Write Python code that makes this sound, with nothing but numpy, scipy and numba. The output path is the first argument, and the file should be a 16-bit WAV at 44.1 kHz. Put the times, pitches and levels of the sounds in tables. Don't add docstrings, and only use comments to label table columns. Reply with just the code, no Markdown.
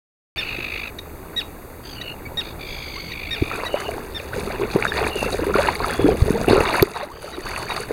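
import sys
import numpy as np
from scipy import signal
from scipy.fft import rfft, irfft
from scipy.io import wavfile
from scipy.ndimage import uniform_filter1d
from numba import njit

SR = 44100
rng = np.random.default_rng(int(sys.argv[2]) if len(sys.argv) > 2 else 0)


def materialize(psi):
    bounded = np.clip(np.atleast_2d(psi).T, -1, 1)
    quanta = np.round(bounded * 32767).astype(np.int16)
    wavfile.write(sys.argv[1], SR, quanta)


N = 349272

# frequency in Hz, relative level in dB.
WIND_EQ = [(20, 0.5), (45, 1), (85, 0), (150, -6.5), (250, -17.5), (500, -30.5)]
RIPPLE_EQ = [(120, -1), (250, -1.5), (400, 0), (600, -5), (1100, -9), (2000, -14.5), (3000, -13.5),
             (4500, -17), (7000, -39)]
HISS_EQ = [(3000, -7), (6000, 1), (9000, -1.5), (14000, 3.5), (15500, -1)]
# time in seconds, level in dB.
GUSTS = [(.36, -40.5), (1.4, -43), (2.6, -38), (3.7, -42.5), (7.9, -37.5)]
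# time in seconds, gain in dB.
BED_DIP = [(6.82, 2), (6.87, -5.5), (7.2, -6), (7.6, -1), (7.92, 0)]
# centre in Hz, width in Hz, depth in dB.
PORT_NOTCHES = [(3128, 1200, -45), (4077, 276, -43), (5153, 710, -33), (5697, 970, -35), (7210, 510, -30)]

# start and length in seconds, first and last pitch in Hz, level in dB,
# harshness from 0 to 1, treble gain in dB.
SCOLD_CALLS = [(0.329, .58, 1280, 1230, -28, .85, -5), (.34, .22, 1500, 1380, -31, .3, -5),
               (1.829, .16, 1610, 1570, -32, .3, 4), (1.94, .21, 1550, 1390, -29.5, .3, -10),
               (2.411, .13, 1190, 1210, -37, 0.83, 9), (2.585, .55, 1170, 1085, -32.7, .65, 2),
               (2.65, .5, 1650, 1500, -33.5, .25, 7), (3.09, .51, 1160, 1240, -31, .72, -3.5),
               (3.655, 0.26, 1533, 1500, -29, 0.11, -16), (5.085, .22, 1470, 1330, -27.5, .15, -17),
               (5.876, 0.27, 1740, 1586, -31, .12, -16), (7.11, .29, 1570, 1530, -37.5, .25, -3),
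               (7.41, .46, 1535, 1500, -36, .2, 7)]
# frequency in Hz, gain in dB.
THROAT_EQ = [(1300, -13), (1800, -2.5), (2200, 2.5), (2800, 6.5), (3600, 1), (4500, -0.5), (5400, -16),
             (6400, -16), (8000, -39), (11000, -36)]
# start and length in seconds, pitch in Hz, level in dB,
# first partial against the second in dB.
KIP_CALLS = [(0.376, 0.058, 1802, -21.5, -14), (0.986, 0.012, 1884, -27, -17),
             (1.362, 0.06, 1904, -19, -17), (2.012, 0.012, 1900, -28, -8), (2.253, 0.028, 2270, -50, 14),
             (2.371, 0.052, 1882, -19, -17.5), (3.117, 0.014, 1910, -31, -7),
             (3.306, 0.072, 1855, -23.5, -12.5), (3.657, 0.027, 1934, -28, -6.5),
             (4.145, 0.061, 1808, -26.5, -15.5), (4.875, 0.053, 1855, -28, -21),
             (5.32, 0.027, 1920, -32, -19), (6.936, 0.07, 1934, -41, -4), (7.029, 0.016, 1950, -38, -15),
             (7.321, 0.059, 1930, -38.5, -10), (7.695, 0.044, 1904, -29.5, -7)]
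KIP_BEND = [(0, .985), (.25, 1.01), (.52, .985), (.64, .91), (.8, .77), (1, 0.677)]
# share of the call, gain in dB.
KIP_ENVELOPE = [(0, 1.5), (.14, 0.5), (.42, 3), (.62, -2), (.8, -6.5), (1, -6)]
KIP_BREAKUP = [(0, .1), (.58, .07), (.82, .28), (1, .65)]
# multiple of the pitch, level against the second partial in dB.
KIP_OVERTONES = [(3, -10), (4, -31.5), (5, -34.5), (6, -34.5)]

# start and length in seconds, first and last pitch in Hz, level in dB.
GURGLE_CUES = [(2.958, 0.037, 920, 1420, -35), (3.52, 0.033, 1270, 1920, -39),
               (3.746, 0.035, 576, 1120, -26.5), (4.6, 0.051, 289, 499, -22.5),
               (5.579, 0.045, 461, 730, -18), (6.341, 0.034, 706, 1000, -26),
               (7.023, 0.031, 519, 634, -27.5), (7.079, 0.063, 703, 1404, -35.5),
               (7.27, 0.031, 547, 910, -35)]
# time in seconds, level in dB.
SLOSH_LEVEL = [(3.3, -41.5), (3.55, -38.5), (4.15, -42), (4.8, -36), (5.6, -36.5), (6.75, -33), (7.1, -46),
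               (7.9, -37.5)]
# start and length in seconds, then churn, splash and spray in dB.
LEG_STROKES = [(3.51, .16, -50, -29.5, -46), (3.746, .09, -50, -31, -50), (3.85, .12, -32, -38, -46),
               (4.33, .14, -30, -37, -40), (4.497, .04, -30, -27, -48), (4.6, .04, -29, -30, -56),
               (4.73, .13, -31, -30, -38), (4.93, .14, -27, -25, -39), (5.15, .2, -28, -32, -36.5),
               (5.38, .14, -26, -31, -45), (5.539, .16, -28, -21.5, -37), (5.80, .13, -33, -25.5, -40),
               (5.99, .14, -20, -31.5, -53), (6.25, .16, -22, -39, -42), (6.48, .12, -17.5, -19.5, -36),
               (6.62, .18, -35, -20.5, -34.5), (6.95, .06, -44, -27.5, -50), (7.22, .18, -60, -39.5, -48),
               (7.45, .18, -47, -30, -39), (7.676, .12, -43, -30, -40)]
# frequency in Hz, gain in dB.
CHURN_EQ = [(60, -11.5), (150, -3), (280, -10), (420, 2), (560, -8), (900, -21)]
SPLASH_EQ = [(400, -6), (700, 4), (1400, 2.5), (2000, -2), (2600, 0.5), (3700, -7.5), (4600, -7.5),
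             (6500, -29), (9000, -28)]
SPRAY_EQ = [(2500, 11), (4400, 8), (6500, 2.5), (8000, -5.5), (10000, 2), (12000, -9), (15500, -9)]
# start in seconds, pitch in Hz, level in dB, length in seconds.
CASE_KNOCKS = [(3.412, 83.5, -10.5, 0.019), (3.421, 323, -8, 0.01), (4.749, 197, -10, 0.011),
               (6.217, 77.6, -1, 0.017), (6.303, 212, -6, 0.009), (6.49, 110, -14, .05),
               (6.818, 109, -4.5, 0.0087)]
# start in seconds, first pitch in Hz, level in dB, cycles to die away.
AIR_POCKETS = [(.585, 342, -20.5, 12), (3.514, 1250, -15, 26), (3.635, 850, -12.5, 5),
               (3.7416, 559, -7, 21), (3.89, 637, -13.5, 18), (3.981, 810, -15.5, 7), (4.2, 2300, -15, 12),
               (4.333, 1470, -18.5, 48), (4.502, 590, -17, 13), (4.596, 401, -15.5, 12),
               (4.631, 382, -13.5, 17), (4.7593, 378, -1, 7.5), (4.825, 2200, -3.5, 15),
               (4.852, 1410, -3.5, 14), (4.867, 1600, -9.5, 17), (4.92, 1650, -10.5, 34),
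               (4.97, 2720, -11, 20), (5.065, 395, -12.5, 8), (5.228, 520, -9.5, 5.7),
               (5.39, 458, -15.5, 22), (5.467, 387, -10.5, 19), (5.541, 1350, -10.5, 58),
               (5.554, 390, -4.5, 13), (5.592, 507, -12, 22), (5.686, 915, -5, 24), (5.689, 2000, -5.5, 13),
               (5.754, 2140, -12.5, 22), (5.844, 1240, -9, 33), (5.995, 385, -7, 31), (6.043, 289, -5, 50),
               (6.063, 350, -7, 18), (6.083, 425, -8, 41), (6.444, 1340, -14, 21), (6.48, 366, -4, 16),
               (6.509, 298, -0.5, 7.5), (6.531, 390, 0, 9), (6.561, 482, -5, 11), (6.577, 406, -6, 20),
               (6.8261, 368, 2.5, 12), (6.962, 850, -14, 7), (7.243, 556, -21, 17), (7.381, 347, -19, 20),
               (7.562, 2540, -9, 22), (7.702, 1000, -15, 14), (7.708, 2550, -11, 20), (7.907, 438, -11, 14)]
# start in seconds, level in dB, decay time in seconds.
SPLAT_CUES = [(3.635, -28, 0.0025), (4.504, -42, 0.018), (4.71, -23, 0.0065), (4.972, -18.5, 0.017),
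              (5.328, -23, 0.0083), (5.686, -24, 0.0091), (5.753, -26, 0.0088), (5.792, -25, .005),
              (6.22, -18.5, 0.0025), (6.48, -33, .005), (6.494, -17, 0.028), (6.96, -27, 0.0033),
              (7.763, -18, 0.0054)]
# frequency in Hz, gain in dB.
SPLAT_EQ = [(500, 0), (1200, -3.5), (2500, -1.5), (4500, 8), (6500, -22), (10000, -16), (15000, -28)]
DROP_EQ = [(1000, -13), (4500, 6.5), (7000, -20), (10000, -16), (12400, -7), (13200, 8), (14200, -8),
           (15500, -18)]


def undb(db):
    return 10 ** (np.asarray(db) / 20)


def along(x, table):
    return np.interp(x, *np.transpose(table))


def unit(x):
    return x / np.sqrt(np.mean(x ** 2))


def colour(x, eq, size=2048):
    hz, db = np.transpose(eq)
    octave, knots = np.log2(np.maximum(np.fft.rfftfreq(size, 1 / SR), 1)), np.log2(hz)
    curve_db = np.interp(octave, knots, db) - 24 * np.abs(octave - np.clip(octave, knots[0], knots[-1]))
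    cepstrum = irfft(np.log(undb(curve_db)))
    cepstrum[1:size // 2] *= 2
    cepstrum[size // 2 + 1:] = 0
    return signal.fftconvolve(x, irfft(np.exp(rfft(cepstrum))))[:len(x)]


def walk(rate_hz):
    hold = max(int(SR / rate_hz), 1)
    return unit(uniform_filter1d(np.repeat(rng.standard_normal(N // hold + 1), hold), hold)[:N])


def add(out, start_s, x):
    i = int(start_s * SR)
    out[i:i + len(x)] += x[:max(N - i, 0)]


@njit
def ring(starts, hz, cycles, sizes, rise, onset_cycles):
    out = np.zeros(N)
    for k in range(len(starts)):
        first, life = int(starts[k] * SR), cycles[k] * SR / hz[k]
        step = 2 * np.pi * hz[k] / SR
        turn = np.exp(1j * step - 6.9 / life)
        glide = np.exp(1j * step * rise[k] / life)
        swell = onset_cycles * SR / hz[k]
        phasor = sizes[k] * np.exp(6.9 * swell / life) + 0j
        for i in range(min(int(life + swell), N - first)):
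            u = min(i / swell, 1.)
            out[first + i] += phasor.imag * u * u * (3 - 2 * u)
            phasor *= turn
            turn *= glide
    return out


def cloud(eq, per_s, low_hz, high_hz, cycles, spread_db, wash, onset_cycles):
    when, pitch, life, size, climb = rng.random((int(per_s * N / SR), 5)).T
    hz = low_hz * (high_hz / low_hz) ** pitch
    sizes = undb(-spread_db * np.log(.0054 + size)) * hz / high_hz
    swarm = ring(when * N / SR, hz, cycles * (.5 + life), sizes, .58 * climb, onset_cycles)
    x = colour(unit(swarm) + wash * rng.standard_normal(N), eq)
    return x / np.sqrt(uniform_filter1d(x ** 2, SR // 10))


def ripples():
    lapping = cloud(RIPPLE_EQ, per_s=900, low_hz=200, high_hz=2504,
                    cycles=16.5, spread_db=2.3, wash=2.4, onset_cycles=1.23)
    return lapping * undb(-41 + .75 * walk(4.11))


def rumble(churn):
    gusts = undb(along(np.arange(N) / SR, GUSTS))
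    water_push = np.minimum(undb(-8) * churn, undb(-28.5))
    noise = unit(colour(rng.standard_normal(N), WIND_EQ))
    return noise * np.hypot(gusts, water_push) * undb(1.26 * walk(10))


def hiss():
    return unit(colour(rng.standard_normal(N), HISS_EQ)) * undb(-51)


def port(x):
    for hz, width, db in PORT_NOTCHES:
        x = x - (1 - undb(db)) * signal.lfilter(*signal.iirpeak(hz, hz / width, fs=SR), x)
    return x


def scolds(pulse_hz=52.4, duty=.85, attack_s=.025, release_s=.033, swell_db=2, fade_db=1):
    out, shake, pace, force, drift = np.zeros(N), walk(2200), walk(60), walk(70), walk(35)
    for start, length, first_hz, last_hz, db, harsh, treble_db in SCOLD_CALLS:
        u = np.linspace(0, 1, int(length * SR))
        here = slice(int(start * SR), int(start * SR) + len(u))
        beat = np.cumsum(pulse_hz * (1 + .06 * pace[here])) / SR % 1
        syllable = np.sin(np.pi * np.minimum(beat / duty, 1))
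        glide_hz = first_hz + (last_hz - first_hz) * u ** 1.3
        bend = .07 * (syllable - .85) + .014 * drift[here] + .1 * harsh * shake[here]
        phase = 2 * np.pi * np.cumsum(glide_hz * (1 + bend)) / SR
        tone = unit(harsh * np.sin(phase) + sum(np.sin(k * phase) for k in range(2, 7)))
        rasp = .95 * harsh * rng.standard_normal(len(u))
        throat = [(hz, gain_db + treble_db * (hz > 3200)) for hz, gain_db in THROAT_EQ]
        call = unit(colour((tone + rasp) * (syllable + .14), throat))
        fades = np.clip(length * np.minimum(u / attack_s, (1 - u) / release_s), 0, 1)
        effort_db = swell_db * (np.sin(np.pi * u) - 2 / np.pi) + fade_db * (.5 - u) + 1.1 * force[here]
        add(out, start, call * fades * undb(db + effort_db))
    return out


def kips(full_call_s=.055, flutter_db=1.5, tail_db=-16, tail_s=.046):
    out, jitter, flutter = np.zeros(N), walk(2000), walk(170)
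    for start, length, hz, db, first_db in KIP_CALLS:
        u = np.linspace(0, 1, int(length * SR))
        here = slice(int(start * SR), int(start * SR) + len(u))
        rough = np.maximum(along(u, KIP_BREAKUP), .43 * (length < .02))
        bend = along(u * min(length / full_call_s, 1), KIP_BEND)
        phase = 2 * np.pi * np.cumsum(hz * bend * (1 + .1 * rough * jitter[here])) / SR
        partials = [(1, first_db), (2, 0)] + KIP_OVERTONES
        tone = np.sqrt(2) * sum(undb(level) * np.sin(k * phase) for k, level in partials)
        rasp = .8 * rough * unit(colour(rng.standard_normal(len(u)), THROAT_EQ))
        gain = undb(db + along(u, KIP_ENVELOPE) + flutter_db * flutter[here])
        fades = np.clip(20 * np.minimum(u, 1 - u), 0, 1)
        add(out, start, (tone + rasp) * gain * fades)
    scatter = rng.standard_normal(SR // 10) * np.exp(-np.arange(SR // 10) / SR / tail_s)
    return out + undb(tail_db) * signal.fftconvolve(out, scatter / np.linalg.norm(scatter))[:N]


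def gurgles():
    out, wobble = np.zeros(N), walk(250)
    for start, length, first_hz, last_hz, db in GURGLE_CUES:
        u = np.linspace(0, 1, int(length * SR))
        shake = wobble[int(start * SR):][:len(u)]
        hz = first_hz * (last_hz / first_hz) ** u * (1 + .028 * shake)
        envelope = undb(db + 3.1 * shake) * np.sin(np.pi * u)
        add(out, start, envelope * np.sin(2 * np.pi * np.cumsum(hz) / SR))
    return out


def stirring(attack_s=.025, release_s=.03):
    t = np.arange(N) / SR
    slosh = undb(along(t, SLOSH_LEVEL)) * np.clip((t - SLOSH_LEVEL[0][0]) * 10, 0, 1)
    power = np.outer(undb([1.5, 0, -8.5]), slosh) ** 2
    for start, length, *layers_db in LEG_STROKES:
        attack = np.clip((t - start) / attack_s + .5, 0, 1)
        release = np.exp(-np.clip((t - start - length) / release_s, 0, 20))
        power += np.outer(undb(layers_db), attack * release) ** 2
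    return np.sqrt(power)


def wading(churn, splash, spray):
    big = cloud(CHURN_EQ, per_s=170, low_hz=195.6, high_hz=709,
                cycles=16.4, spread_db=3, wash=.94, onset_cycles=.9)
    middle = cloud(SPLASH_EQ, per_s=650, low_hz=509, high_hz=4750,
                   cycles=30.5, spread_db=2.7, wash=.9, onset_cycles=1.34)
    fine = cloud(SPRAY_EQ, per_s=1500, low_hz=3090, high_hz=12800,
                 cycles=8, spread_db=4.8, wash=.35, onset_cycles=1.0)
    return (big * churn * undb(walk(25))
            + middle * splash * undb(walk(30))
            + fine * spray * undb(2.6 * walk(32) + 3))


def knocks():
    out = np.zeros(N)
    for start, hz, db, length in CASE_KNOCKS:
        t = np.arange(int(length * SR)) / SR
        envelope = undb(db) * np.sin(np.pi * t / length) ** 1.7
        add(out, start, -envelope * np.sin(2 * np.pi * hz * t))
    return out


def gulps(rise=.25):
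    starts, hz, db, cycles = (np.array(column) for column in np.transpose(AIR_POCKETS))
    return ring(starts, hz, cycles, undb(db), np.full(len(starts), rise), onset_cycles=.65)


def splats():
    envelope = np.zeros(N)
    for start, db, decay_s in SPLAT_CUES:
        add(envelope, start, undb(db) * np.exp(-np.arange(SR // 6) / SR / decay_s))
    return envelope * cloud(SPLAT_EQ, per_s=3000, low_hz=600, high_hz=9000,
                            cycles=12, spread_db=1.5, wash=.6, onset_cycles=.8)


def drop(start_s=6.8243, length_s=.0024, gain_db=-4):
    out = np.zeros(N)
    contact = np.sqrt(np.hanning(int(length_s * SR)))
    crack = unit(colour(rng.standard_normal(len(contact)), DROP_EQ))
    add(out, start_s, crack * contact * undb(gain_db))
    return out


def scene():
    churn, splash, spray = stirring()
    water = wading(churn, splash, spray) + gurgles() + gulps() + splats() + knocks() + drop()
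    birds = kips() + scolds()
    bed = (ripples() + rumble(churn) + hiss()) * undb(along(np.arange(N) / SR, BED_DIP))
    return port(water + birds + bed)[None]


def record(dry):
    start_s, ceiling, top_hz = .36, .74, 15900
    clipped = np.clip(dry, -ceiling, ceiling) * (np.arange(N) / SR >= start_s)
    return signal.sosfilt(signal.ellip(8, .2, 70, top_hz, fs=SR, output="sos"), clipped)


dry = scene()
out = record(dry)
materialize(out)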